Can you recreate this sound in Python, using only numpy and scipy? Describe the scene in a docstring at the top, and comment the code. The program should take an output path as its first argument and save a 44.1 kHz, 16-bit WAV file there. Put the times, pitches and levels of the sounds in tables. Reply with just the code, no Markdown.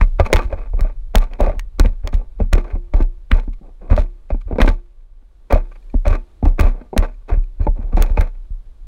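"""Emus at the feed bowl

An outdoor pen, one microphone close up, fixed to the stand that carries a plastic bowl of pellets.
Each lunge knocks the bowl, ploughs through the feed and often ends in a sharp snap of the beak,
with light scuffs and ticks in between. The shoves set the stand wobbling, which reaches the
microphone as a deep rumble. Faint outdoor air lies underneath."""
import sys
import numpy as np
from scipy import signal
from scipy.fft import rfft, irfft
from scipy.io import wavfile

SR = 44100
rng = np.random.default_rng(int(sys.argv[2]) if len(sys.argv) > 2 else 0)


def store_wav(level_fs):
    """Save 16-bit WAV to argv[1]."""
    pcm = np.round(np.clip(np.atleast_2d(level_fs), -1, 1) * 32767)
    wavfile.write(sys.argv[1], SR, pcm.T.astype(np.int16))


N = 391166

# spectrum of the air in the pen: f/Hz, relative level/dB
AIR_SPECTRUM = [(80, 4.5), (120, -3.5), (230, -0.5), (400, -2), (600, -6.5), (1200, -13.5), (2400, -20),
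                (3800, -19), (5500, -26), (10000, -28), (16000, -39)]
# rise and fall of that air: t/s, level/dB
AIR_LEVELS = [(0, -55.5), (0.901, -62), (4.699, -62.5), (5.1, -68), (5.8, -57.5), (7.2, -62), (8.4, -61.5),
              (8.8, -61)]
# shoves that rock the stand under the microphone: t/s, sway/dB, shudder/dB
STAND_SHOVES = [(0.017, -5, -18), (0.199, -12.5, -10), (0.343, -9.5, -14), (0.452, -16, -27.5),
                (0.529, -18.5, -26), (0.74, -15, -26), (0.815, -9.5, -45), (1.164, -4.5, -41.5),
                (1.415, -9, -31), (1.478, -16, -23.5), (1.57, -20, -36), (1.802, -4.5, -15.5),
                (1.857, -13, -18), (2.041, -18.5, -25), (2.142, -9.5, -21.5), (2.412, -11.5, -17.5),
                (2.533, -6.5, -14), (2.734, -17, -24), (2.945, -6.5, -23), (3.014, -10, -27.5),
                (3.325, -5.5, -15), (3.482, -22.5, -33), (3.91, -7, -9), (3.988, -8.5, -20),
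                (4.322, -12.5, -24.5), (4.462, -21.5, -32), (4.524, -22, -23), (4.621, -5, -24),
                (4.684, -14.5, -18.5), (5.532, -7, -13.5), (5.952, -9.5, -26), (6.07, -9.5, -17),
                (6.105, -14.5, -17.5), (6.435, -17.5, -14), (6.466, -7.5, -14.5), (6.602, -10, -12),
                (6.644, -5.5, -23), (6.983, -8.5, -16), (7.32, -11, -20), (7.377, -11, -34),
                (7.602, -15, -17.5), (7.685, -9.5, -26), (7.789, -21, -29), (7.846, -19.5, -41),
                (7.943, -9, -23), (8.002, -8.5, -24), (8.107, -11.5, -27), (8.187, -8, -14),
                (8.509, -19, -43)]
# the stand's trembling between shoves: t/s, level/dB
TREMBLE_LEVELS = [(0, -22), (2.4, -29.5), (4.9, -41), (7.8, -33)]
# blows that set the stand humming: t/s, level/dB
HUM_BLOWS = [(0.328, -27), (2.528, -27.5), (2.755, -38.5), (3.005, -40), (3.979, -37), (4.677, -37),
             (5.524, -35.5), (6.129, -41.5), (6.965, -43), (7.302, -39)]
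# dense response of the bowl's wall: f/Hz, relative level/dB
WALL_SPECTRUM = [(90, -20.5), (170, -1), (400, 4), (600, -1), (950, -1.5), (1200, -6), (1750, -12.5),
                 (2150, -9.5), (2580, -14.5), (2760, -26), (3700, -24.5), (7000, -39.5), (15000, -58)]
# modes of the loaded bowl: f/Hz, width/Hz, level/dB re the wall
BOWL_MODES = [(145, 50, 5.5), (197.5, 12, 3), (238, 11, 4.5), (314, 44, -7.5), (463, 17, -6.5),
              (515, 61, -3.5), (586, 53, 0.5), (627, 13, -2), (730, 49, -8), (870, 15, -1), (1178, 55, 3.5),
              (1534, 180, 3), (1880, 28, -6), (2125, 30, 3.5), (2310, 180, 1), (2490, 36, 4)]
# hard, damped resonances in snaps and crackle: f/Hz, width/Hz, relative level/dB
HARD_MODES = [(1210, 600, 1), (2160, 750, 3.5), (3680, 900, -0.5), (4490, 750, -3.5), (5410, 630, -5.5),
              (6720, 600, -6), (8200, 1100, -9.5), (10800, 3500, -14), (13500, 520, -8.5),
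              (15700, 1500, -12.5)]
# a beak tip ticking over the feed: t/s, level/dB
BEAK_TICKS = [(5.826, -57), (5.9, -55), (7.143, -56.5), (7.439, -51.5), (7.614, -50), (7.627, -48.5),
              (7.639, -51), (7.649, -47)]
# what a tick rings with: f/Hz, level/dB re the tick
TICK_RING = [(1850, -4.5), (2400, -0.5), (4200, -6), (6650, -13.5)]
# light scuffs among the pellets: t/s, level/dB, crispness/dB re level
BEAK_SCUFFS = [(0.251, -34.5, -10), (2.671, -51, -15), (2.696, -45, -20), (3.525, -59, -4),
               (4.285, -61, -8), (4.403, -55.5, -5), (5.709, -49, -22), (5.748, -52.5, -19)]
# strokes through the feed: t/s, length/s, level/dB, crispness/dB re level, dull rub/dB re level
BEAK_STROKES = [(0.005, .03, -38, -7, -6.5), (0.191, 0.012, -26.5, -18, -11),
                (0.251, 0.022, -31.5, -15, -13), (0.323, 0.11, -28, -11, -12.5), (0.502, .045, -38, -23, 4),
                (0.574, 0.078, -44, -33, -8), (0.769, 0.14, -40.5, -20.5, -4),
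                (1.145, 0.013, -23.5, -13.5, -4), (1.204, 0.033, -33, -11.5, -9),
                (1.311, 0.026, -43.5, -32, 2), (1.393, .11, -30.5, -17, 6), (1.515, 0.049, -50, -16, 8),
                (1.791, .008, -29, -17, 2), (1.834, 0.038, -37, -8, -0.5), (2.036, 0.05, -46.5, -29.5, 7),
                (2.13, 0.019, -40, -3, 6), (2.192, .03, -56, -16, 12), (2.394, 0.03, -49.5, -5, 13),
                (2.528, 0.063, -34.5, -10.5, 5), (2.645, 0.11, -45.5, -19, 4.5),
                (2.937, 0.081, -38.5, -12, 7.5), (3.307, 0.085, -33.5, -12.5, 0),
                (3.629, 0.07, -66, -23.5, 19.5), (3.812, .1, -57, -18, 15), (3.9, 0.033, -27.5, -23.5, 1),
                (3.965, 0.042, -35.5, -4, 3), (4.304, 0.025, -44.5, -23.5, -1.5),
                (4.476, .077, -54, -25, 12.5), (4.6, 0.1, -27.5, -7, -0.5),
                (5.505, 0.065, -24.5, -18.5, -1), (6.055, 0.098, -27, -16, -4.5),
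                (6.448, .04, -40.5, -6, 12), (6.585, 0.1, -25, -14.5, -3), (6.738, 0.12, -55, -35, 10),
                (6.966, .05, -37, -17.5, 5), (7.028, 0.022, -32, -18.5, -16),
                (7.285, 0.055, -31.5, -20, -2), (7.606, 0.049, -48.5, -16, 12), (7.753, .16, -52, -17, 9.5),
                (7.922, 0.035, -41, -21.5, 3.5), (7.968, .075, -25.5, -14, -3), (8.087, 0.072, -49, -10, 9),
                (8.17, 0.068, -28.5, -14.5, -7.5)]
# beaks knocking on the bowl: t/s, mid-band level/dB, thud/dB re level, clack/dB re level,
# note of the struck spot f/Hz, its share/dB
BOWL_KNOCKS = [(0.012, -22.5, 1, 3.5, 898, -7.5), (0.198, -9, -18.5, -14, 544, -3.5),
               (0.263, -27.5, -9, -14, 570, 0), (0.302, -27.5, -12, -18, 480, -6),
               (0.329, -8.5, -10, -8, 430, -10), (0.362, -23, -3, -4.5, 870, -4.5),
               (0.4, -29.5, -24, 2, 1180, 11.5), (0.527, -21.5, -14, -16.5, 553, 2),
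               (0.735, -34.5, -9, -24, 480, -7), (0.793, -30.5, -4, -12, 550, -13),
               (0.847, -32, -6, -15, 624, -1), (1.15, -15, -4.5, -19.5, 430, -11.5),
               (1.404, -14.5, -14, -21, 581, -2), (1.431, -23.5, -26, -18, 532, 8),
               (1.469, -20.5, -16, -25, 510, -15), (1.496, -22, -32, -18, 594, -6),
               (1.797, -17, -1.5, -6.5, 286, -1.5), (1.848, -24.5, 5, -12, 250, -15),
               (2.074, -31.5, -11, -9, 597, 0.5), (2.131, -34, 3.5, -7, 610, -14),
               (2.402, -21, 2, -22, 439, -1.5), (2.529, -24, 2, -4, 580, 4),
               (2.579, -23.5, -1, -8, 390, -9), (2.754, -35, 3.5, -17.5, 555, -4),
               (2.937, -25.5, -3, -10, 279, -5), (3.005, -22.5, 5, -16, 276, -6),
               (3.314, -25.5, 8, 1, 230, 3.5), (3.478, -34, 9.5, -23, 276, -3.5),
               (3.612, -47.5, 8, -34, 233, -12), (3.923, -22.5, 7.5, -15, 263, -23.5),
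               (3.978, -15, -15, -14, 595, 7.5), (4.304, -24, -5, -16, 576, -0.5),
               (4.345, -30.5, 2.5, -24, 250, 0.5), (4.511, -25, -7, -31, 246, 4.5),
               (4.526, -27, -3, -21.5, 570, -10), (4.558, -28.5, -1, -19, 245, -4),
               (4.585, -14, -8, -19.5, 230, -4), (4.603, -18, 5.5, -2.5, 234, 0.5),
               (4.616, -17.5, -9, -3, 253, -6.5), (4.646, -20.5, 2.5, -22.5, 233, -12),
               (4.677, -17, -1, -5.5, 258, -49), (5.225, -61.5, -0.5, -16, 230, 2),
               (5.524, -12, -19, -16.5, 564, -4.5), (5.557, -16.5, -44, -37, 610, 23.5),
               (5.941, -24, 4, -28, 254, 5), (6.066, -19, -9, -14, 584, 13.5),
               (6.129, -30, -20, 2, 1116, -11.5), (6.4275, -22, 5, -27.5, 242, 0),
               (6.455, -19, 2.5, -18, 298, -0.5), (6.593, -21, 0.5, -1.5, 285, -22),
               (6.814, -40.5, 3.5, -12.5, 239, -5.5), (6.9303, -24, -11, -33.5, 900, -14),
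               (6.965, -17, 0, -20, 600, -13.5), (7.302, -25, -21, -23, 676, -12),
               (7.598, -37.5, 5.5, -24, 246, 8), (7.668, -16.5, -6.5, -24.5, 870, -4),
               (7.788, -37.5, 19, -26, 238, 8), (7.931, -34, 12, -22, 258, 0.5),
               (7.972, -20, -2, -27, 231, -21), (8.173, -20, -5.5, -8.5, 865, -2),
               (8.208, -31.5, 1, 4.5, 680, -12)]
# beaks snapping shut on pellets: t/s, level/dB, top octave/dB re level
BEAK_SNAPS = [(0.2012, -32, -14), (0.3294, -13, -8), (0.3343, -14, -11.5), (0.36, -20.5, -15),
              (0.3674, -18.5, -23), (0.8078, -33, -7), (1.1552, -14, -6), (1.1827, -29, -2),
              (1.335, -38, -20), (1.408, -32, -6.5), (1.5945, -28, -11.5), (1.7967, -17.5, -8),
              (1.8595, -29, -23.5), (2.074, -29, -11.5), (2.1407, -40, -12.5), (2.529, -27.5, -16),
              (2.5325, -18, -11), (2.552, -41, -12), (2.9394, -41, -18), (3.025, -41.5, -11.5),
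              (3.316, -13.5, -29.5), (3.3977, -38, -23), (3.965, -34, -16), (4.617, -13.5, -19.5),
              (4.6796, -25.5, -21.5), (4.6893, -25, -18), (5.5266, -30, -2), (6.0801, -30.5, -10.5),
              (6.598, -28, -1), (6.6096, -26.5, -6), (6.9778, -17.5, -6), (8.0234, -23, 3), (8.21, -32, -5)]
# faint ring after a snap: f/Hz, relative level/dB, t60/s
SNAP_MODES = [(1570, 4.5, 0.044), (1860, 1, 0.11), (2150, 4.5, 0.05), (4220, -9.5, 0.05)]

SWAY_HZ, SWAY_T60_S = 31.3, 0.3   # the stand's slow rocking
SHUDDER_HZ, SHUDDER_T60_S = 80.7, 0.13
HUM_HZ, HUM_T60_S = 349.7, 0.5
LEAN_S, LEAN_DB = 0.022, -11.5   # the bird presses on the bowl before a shove; dB re the sway
PUSH_S, PUSH_SOFTENING = 0.001, 0.082   # time constant of a full shove; how a weaker one slows
MODE_SHIFT = 0.012   # share by which the shifting load of feed retunes each mode
TAP_RING_DB = 3.5   # light taps leave the bowl's modes freer than a pressing beak does
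PELLET_RING_HZ, PELLET_WIDTH_HZ, PELLET_RING_DB = 4100, 130, -1
TICK_T60_S = 0.026
SCUFF_S, SCUFF_LOW_HZ = 0.024, 900   # a scuff is too light to stir the bowl any lower
STROKE_ATTACK_S, STROKE_SAG_DB_PER_S, SETTLE_DB_PER_S = 0.014, 44.5, 419.5
STRAGGLERS_DB, STRAGGLERS_DB_PER_S = -33.5, 99.5   # a few pellets roll on for longer
RESTING_DB, RESTING_CRISP_DB = -73, -9   # the feed is never quite still
RESTING_PER_S, MORE_PER_S, MOST_PER_S = 760, 10000, 900   # collisions: at rest, added by stirring, cap
CLUMP_DB, CLUMPS_PER_S = 2.5, 110   # the pellets give way in clumps
SPOT_DB, SPOTS_PER_S = 3, 30   # the grinding wanders between spots on the bowl
RUB_PER_S, RUB_HZ = 900, 855   # slips of a beak on the bowl, and their upper edge
RUSTLE_S, RUSTLE_DB = 0.0022, -16.5   # a very short, faint rustle swells into each knock
NOTE_SWELL_HZ, NOTE_WIDTH_HZ = 220, 47   # widths that set how a spot's note builds and dies away
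KNOCK_ONSET = 530   # samples, about 12 ms
SNAP_EDGE_HZ, SNAP_OCTAVES_PER_DB = 11000, 0.0657   # a snap's upper edge falls with its top octave
REBOUND_S, REBOUND_LOSS_DB = 0.025, 23.5   # a rebound comes after a random part of this time
CUTOFF_HZ = 15900


def from_db(db):
    """Decibels to gain."""
    return 10 ** (np.asarray(db) / 20)


def unit(x, size=None):
    """Scale to rms 1 over the first samples (all by default)."""
    return x / np.sqrt(np.mean(x[:size] ** 2) + 1e-20)


def add(out, s, sound):
    """Mix a sound in at a time."""
    at = max(round(s * SR), 0)
    out[at:at + len(sound)] += sound[:max(N - at, 0)]


def level_curve(points):
    """Gain over time from rows of t/s, level/dB."""
    return from_db(np.interp(np.arange(N) / SR, *np.transpose(points)))


def band(x, edges_hz, kind, order=2):
    """Butterworth filter."""
    return signal.sosfilt(signal.butter(order, edges_hz, kind, fs=SR, output="sos"), x + 1e-18)


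def ring(x, hz, t60):
    """A unit click sets a sine of height 1 ringing."""
    r, w = from_db(-60 / (t60 * SR)), 2 * np.pi * hz / SR
    return signal.lfilter([0, np.sin(w)], [1, -2 * r * np.cos(w), r * r], x + 1e-18)


def resonance(x, hz, width_hz):
    """A band-pass with gain 1 at its top."""
    r, w = np.exp(-np.pi * width_hz / SR), 2 * np.pi * hz / SR
    return (1 - r * r) / 2 * signal.lfilter([1, 0, -1], [1, -2 * r * np.cos(w), r * r], x + 1e-18)


def response(points, size=2048):
    """Minimum-phase impulse response, with energy 1, from rows of f/Hz, level/dB."""
    hz, db = np.transpose(points)
    curve = np.interp(np.log(np.fft.rfftfreq(size, 1 / SR) + 1), np.log(hz), db)
    cepstrum = irfft(np.log(from_db(curve)))
    causal = np.r_[cepstrum[0], 2 * cepstrum[1:size // 2]]
    h = irfft(np.exp(rfft(causal, size)))
    return h / np.linalg.norm(h)


def through(x, h):
    """Pass a sound through an impulse response."""
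    return signal.oaconvolve(x, h)[:len(x)]


def drift(per_s):
    """A random wander with rms 1."""
    knots = rng.standard_normal(4000)
    return unit(np.interp(np.arange(N) / SR * per_s, np.arange(len(knots)), knots))


def attack_db(x, edges_hz):
    """Level of a band in the first 12 ms of a sound."""
    return 10 * np.log10(np.mean(band(x[:KNOCK_ONSET], edges_hz, "band", order=3) ** 2))


def outdoor_air():
    """The bed of the scene: soft, slowly changing air around the pen."""
    return unit(through(rng.standard_normal(N), response(AIR_SPECTRUM))) * level_curve(AIR_LEVELS)


def stand_hum():
    """The stand hums on faintly after some of the blows."""
    blows = np.zeros(N)
    for s, db in HUM_BLOWS:
        blows[round(s * SR)] = from_db(db)
    return ring(blows, HUM_HZ, HUM_T60_S)


def stand_rumble():
    """A bird leans in, then shoves; the microphone's stand sways one way and shudders the other."""
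    out, t = np.zeros(N), np.arange(SR * 2 // 3) / SR
    lean = band(np.r_[np.hanning(round(LEAN_S * SR)), np.zeros(SR // 2)], 2, "high", order=1)
    for s, sway_db, shudder_db in STAND_SHOVES:
        push_s = PUSH_S * from_db(-PUSH_SOFTENING * max(sway_db, shudder_db))
        push = np.gradient(t ** 2 * np.exp(-t / push_s))   # the force peaks early, then reverses after twice push_s
        sway = unit(ring(push, SWAY_HZ, SWAY_T60_S), size=1764)
        shudder = unit(ring(push, SHUDDER_HZ, SHUDDER_T60_S), size=1323)
        add(out, s - LEAN_S, -from_db(sway_db + LEAN_DB) * lean)
        add(out, s - 2 * push_s, from_db(sway_db) * sway - from_db(shudder_db) * shudder)
    tremble = unit(band(ring(rng.standard_normal(N), SWAY_HZ, SWAY_T60_S), 110, "low"))
    return out + level_curve(TREMBLE_LEVELS) * tremble


def contact(t, grit, crush_s):
    """One impulse, then a short crunch as pellets give way."""
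    return (t == 0) + grit * rng.standard_normal(len(t)) * np.exp(-t / crush_s)


def bowl(force, wall, vary_db, ring_db=0):
    """The wall answers at once and the modes ring on, as strongly as the point of contact allows."""
    direct, modes = through(force, wall), 0
    for hz, width_hz, db in BOWL_MODES:
        gain = from_db(db + ring_db + vary_db * rng.standard_normal())
        loaded_hz = hz * (1 + MODE_SHIFT * rng.standard_normal())
        modes += gain * resonance(direct, loaded_hz, width_hz)
    return direct + modes


def hard_body(force):
    """Beak or pellet: broad resonances in parallel, with alternating signs."""
    return sum((-1) ** k * from_db(db) * resonance(force, hz, width_hz)
               for k, (hz, width_hz, db) in enumerate(HARD_MODES))


def pellet_click(force):
    """Pellet on pellet: a hard, dry click with a short ring of its own."""
    click = band(hard_body(force), 1800, "high", order=4)
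    click = band(click, 5500, "low", order=1)
    return click + from_db(PELLET_RING_DB) * resonance(click, PELLET_RING_HZ, PELLET_WIDTH_HZ)


def ticks():
    """A beak tip catches and slips; each slip sets a few high modes ringing briefly."""
    out, t = np.zeros(N), np.arange(SR // 8) / SR
    for s, db in BEAK_TICKS:
        force = contact(t, grit=0.06, crush_s=0.002)
        for hz, mode_db in TICK_RING:
            gain = from_db(db + mode_db + 2 * rng.standard_normal())
            add(out, s, gain * ring(force, hz, TICK_T60_S))
    return out


def scuffs(wall):
    """A few pellets jostle against the bowl and against each other."""
    out, click, size = np.zeros(N), np.arange(SR // 4) == 0, round(SCUFF_S * SR)
    for s, db, crisp_db in BEAK_SCUFFS:
        force = np.r_[np.hanning(size) * rng.standard_normal(size) ** 3, np.zeros(SR // 8)]
        tap = band(bowl(click, wall, vary_db=3.0, ring_db=TAP_RING_DB), SCUFF_LOW_HZ, "high")
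        taps = unit(through(force, tap), size)
        crackle = from_db(crisp_db) * unit(pellet_click(force), size)
        add(out, s, from_db(db) * (taps + crackle))
    return out


def collisions(per_s, spread_db):
    """Tiny impacts at random moments, their sizes spread by spread_db; rms 1 at any rate."""
    sizes = from_db(spread_db * np.minimum(rng.exponential(1, N), 3))
    hits = rng.random(N) < per_s / SR
    return unit(hits * sizes * rng.choice([-1, 1], N) / np.sqrt(per_s))


def stroke(length_s):
    """Envelope of a stroke: the beak digs in, slows in the feed and leaves the pellets to settle."""
    t = np.arange(SR // 2) / SR
    after = np.maximum(t - length_s, 0)
    ploughing = np.minimum(t / STROKE_ATTACK_S, 1) * from_db(-STROKE_SAG_DB_PER_S * (t - after))
    settling = from_db(-SETTLE_DB_PER_S * after) + from_db(STRAGGLERS_DB - STRAGGLERS_DB_PER_S * after)
    return ploughing * settling


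def grinding(stir, per_s, wall, spots=3):
    """Pellets tap the bowl at a few spots, each with its own mix of modes."""
    out = np.zeros(N)
    for _ in range(spots):
        tap = bowl(np.arange(SR // 4) == 0, wall, vary_db=5.5, ring_db=TAP_RING_DB)
        tap = band(tap / np.linalg.norm(band(tap, [1050, 2700], "band")), 330, "high")
        share = unit(from_db(SPOT_DB * np.clip(drift(SPOTS_PER_S), -2, 2)))
        out += through(stir * share * collisions(per_s / spots, spread_db=2.5), tap)
    return out / np.sqrt(spots)


def pellets(wall):
    """Pellets grind on the bowl and crackle against each other; the beak rubs dully on the wall."""
    stir = np.full(N, from_db(RESTING_DB))
    crisp = np.full(N, from_db(RESTING_DB + RESTING_CRISP_DB))
    rub = np.zeros(N)
    for s, length_s, db, crisp_db, rub_db in BEAK_STROKES:
        push, start = from_db(db) * stroke(length_s), s - STROKE_ATTACK_S / 2
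        add(stir, start, push)
        add(crisp, start, from_db(crisp_db) * push)
        add(rub, start, from_db(rub_db) * push)
    for s, db, *_ in BOWL_KNOCKS:
        rustle = from_db(db + RUSTLE_DB) * np.linspace(0, 1, round(RUSTLE_S * SR))
        add(rub, s - RUSTLE_S, rustle)
    clumps = from_db(CLUMP_DB * drift(CLUMPS_PER_S))
    per_s = np.minimum(RESTING_PER_S + MORE_PER_S * stir * clumps, MOST_PER_S)
    grind = grinding(stir * clumps, per_s, wall)
    crackle = unit(pellet_click(collisions(per_s / 2, spread_db=4.5)))
    slip = band(bowl(np.arange(SR // 4) == 0, wall, vary_db=3.0), RUB_HZ, "low", order=4)
    scrape = through(rub * collisions(RUB_PER_S, spread_db=0.0), slip / np.linalg.norm(slip))
    return from_db(-6.0) * grind + from_db(-4.0) * crisp * clumps * crackle + scrape


def snap(top_db):
    """Horn on horn: a crack of about a millisecond with a faint ring."""
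    t = np.arange(SR // 8) / SR
    crack = hard_body(contact(t, grit=0.13, crush_s=0.0017))
    edge_hz = min(SNAP_EDGE_HZ * 2 ** (SNAP_OCTAVES_PER_DB * top_db), CUTOFF_HZ)
    body = unit(band(crack, edge_hz, "low", order=4), size=132)
    top = from_db(top_db) * unit(band(crack, 5300, "high", order=4), size=132)
    tail = sum(from_db(db) * ring(t == 0, hz, t60) for hz, db, t60 in SNAP_MODES)
    return body + top + from_db(-20.0) * tail


def snaps():
    """A beak snaps shut close to the microphone, rebounds and closes again much more softly."""
    out = np.zeros(N)
    for s, db, top_db in BEAK_SNAPS:
        add(out, s, from_db(db) * snap(top_db))
        add(out, s + REBOUND_S * rng.uniform(0.52, 0.82), from_db(db - REBOUND_LOSS_DB) * snap(top_db))
    return out


def knocks(wall):
    """A blow cushioned by feed is all thud; one on bare plastic clacks and sounds higher."""
    out, t = np.zeros(N), np.arange(SR // 4) / SR
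    thud_hz, body_hz, clack_hz = (110, 280), (270, 1150), (1150, 2700)
    for s, db, thud_db, clack_db, hz, note_db in BOWL_KNOCKS:
        blow = bowl(contact(t, grit=0.13, crush_s=0.008), wall, vary_db=3.5)
        note = resonance(resonance(t == 0, hz, NOTE_SWELL_HZ), hz, NOTE_WIDTH_HZ)
        blow = unit(blow, KNOCK_ONSET) + from_db(note_db) * unit(note, KNOCK_ONSET)
        # the softness of the contact tilts the sound smoothly from thud through body to clack
        thud = thud_db - attack_db(blow, thud_hz)
        body = -attack_db(blow, body_hz)
        clack = clack_db - attack_db(blow, clack_hz)
        blow = through(blow, response([(220, thud), (420, body), (800, body), (1300, clack)]))
        add(out, s, from_db(db - attack_db(blow, body_hz)) * blow)
    return out


def scene():
    """Mono, from the stand: the feeding close up, the air of the pen behind it."""
    wall = response(WALL_SPECTRUM)
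    feeding = knocks(wall) + pellets(wall) + scuffs(wall) + ticks() + snaps()
    return (feeding + stand_rumble() + stand_hum() + outdoor_air())[None]


def record(dry):
    """The biggest swings are rounded off, and the top is cut."""
    ceiling = 0.91
    rounded = dry / (1 + (dry / ceiling) ** 6) ** (1 / 6)
    return signal.sosfilt(signal.ellip(10, 0.2, 80, CUTOFF_HZ, fs=SR, output="sos"), rounded)


dry = scene()
out = record(dry)
store_wav(out)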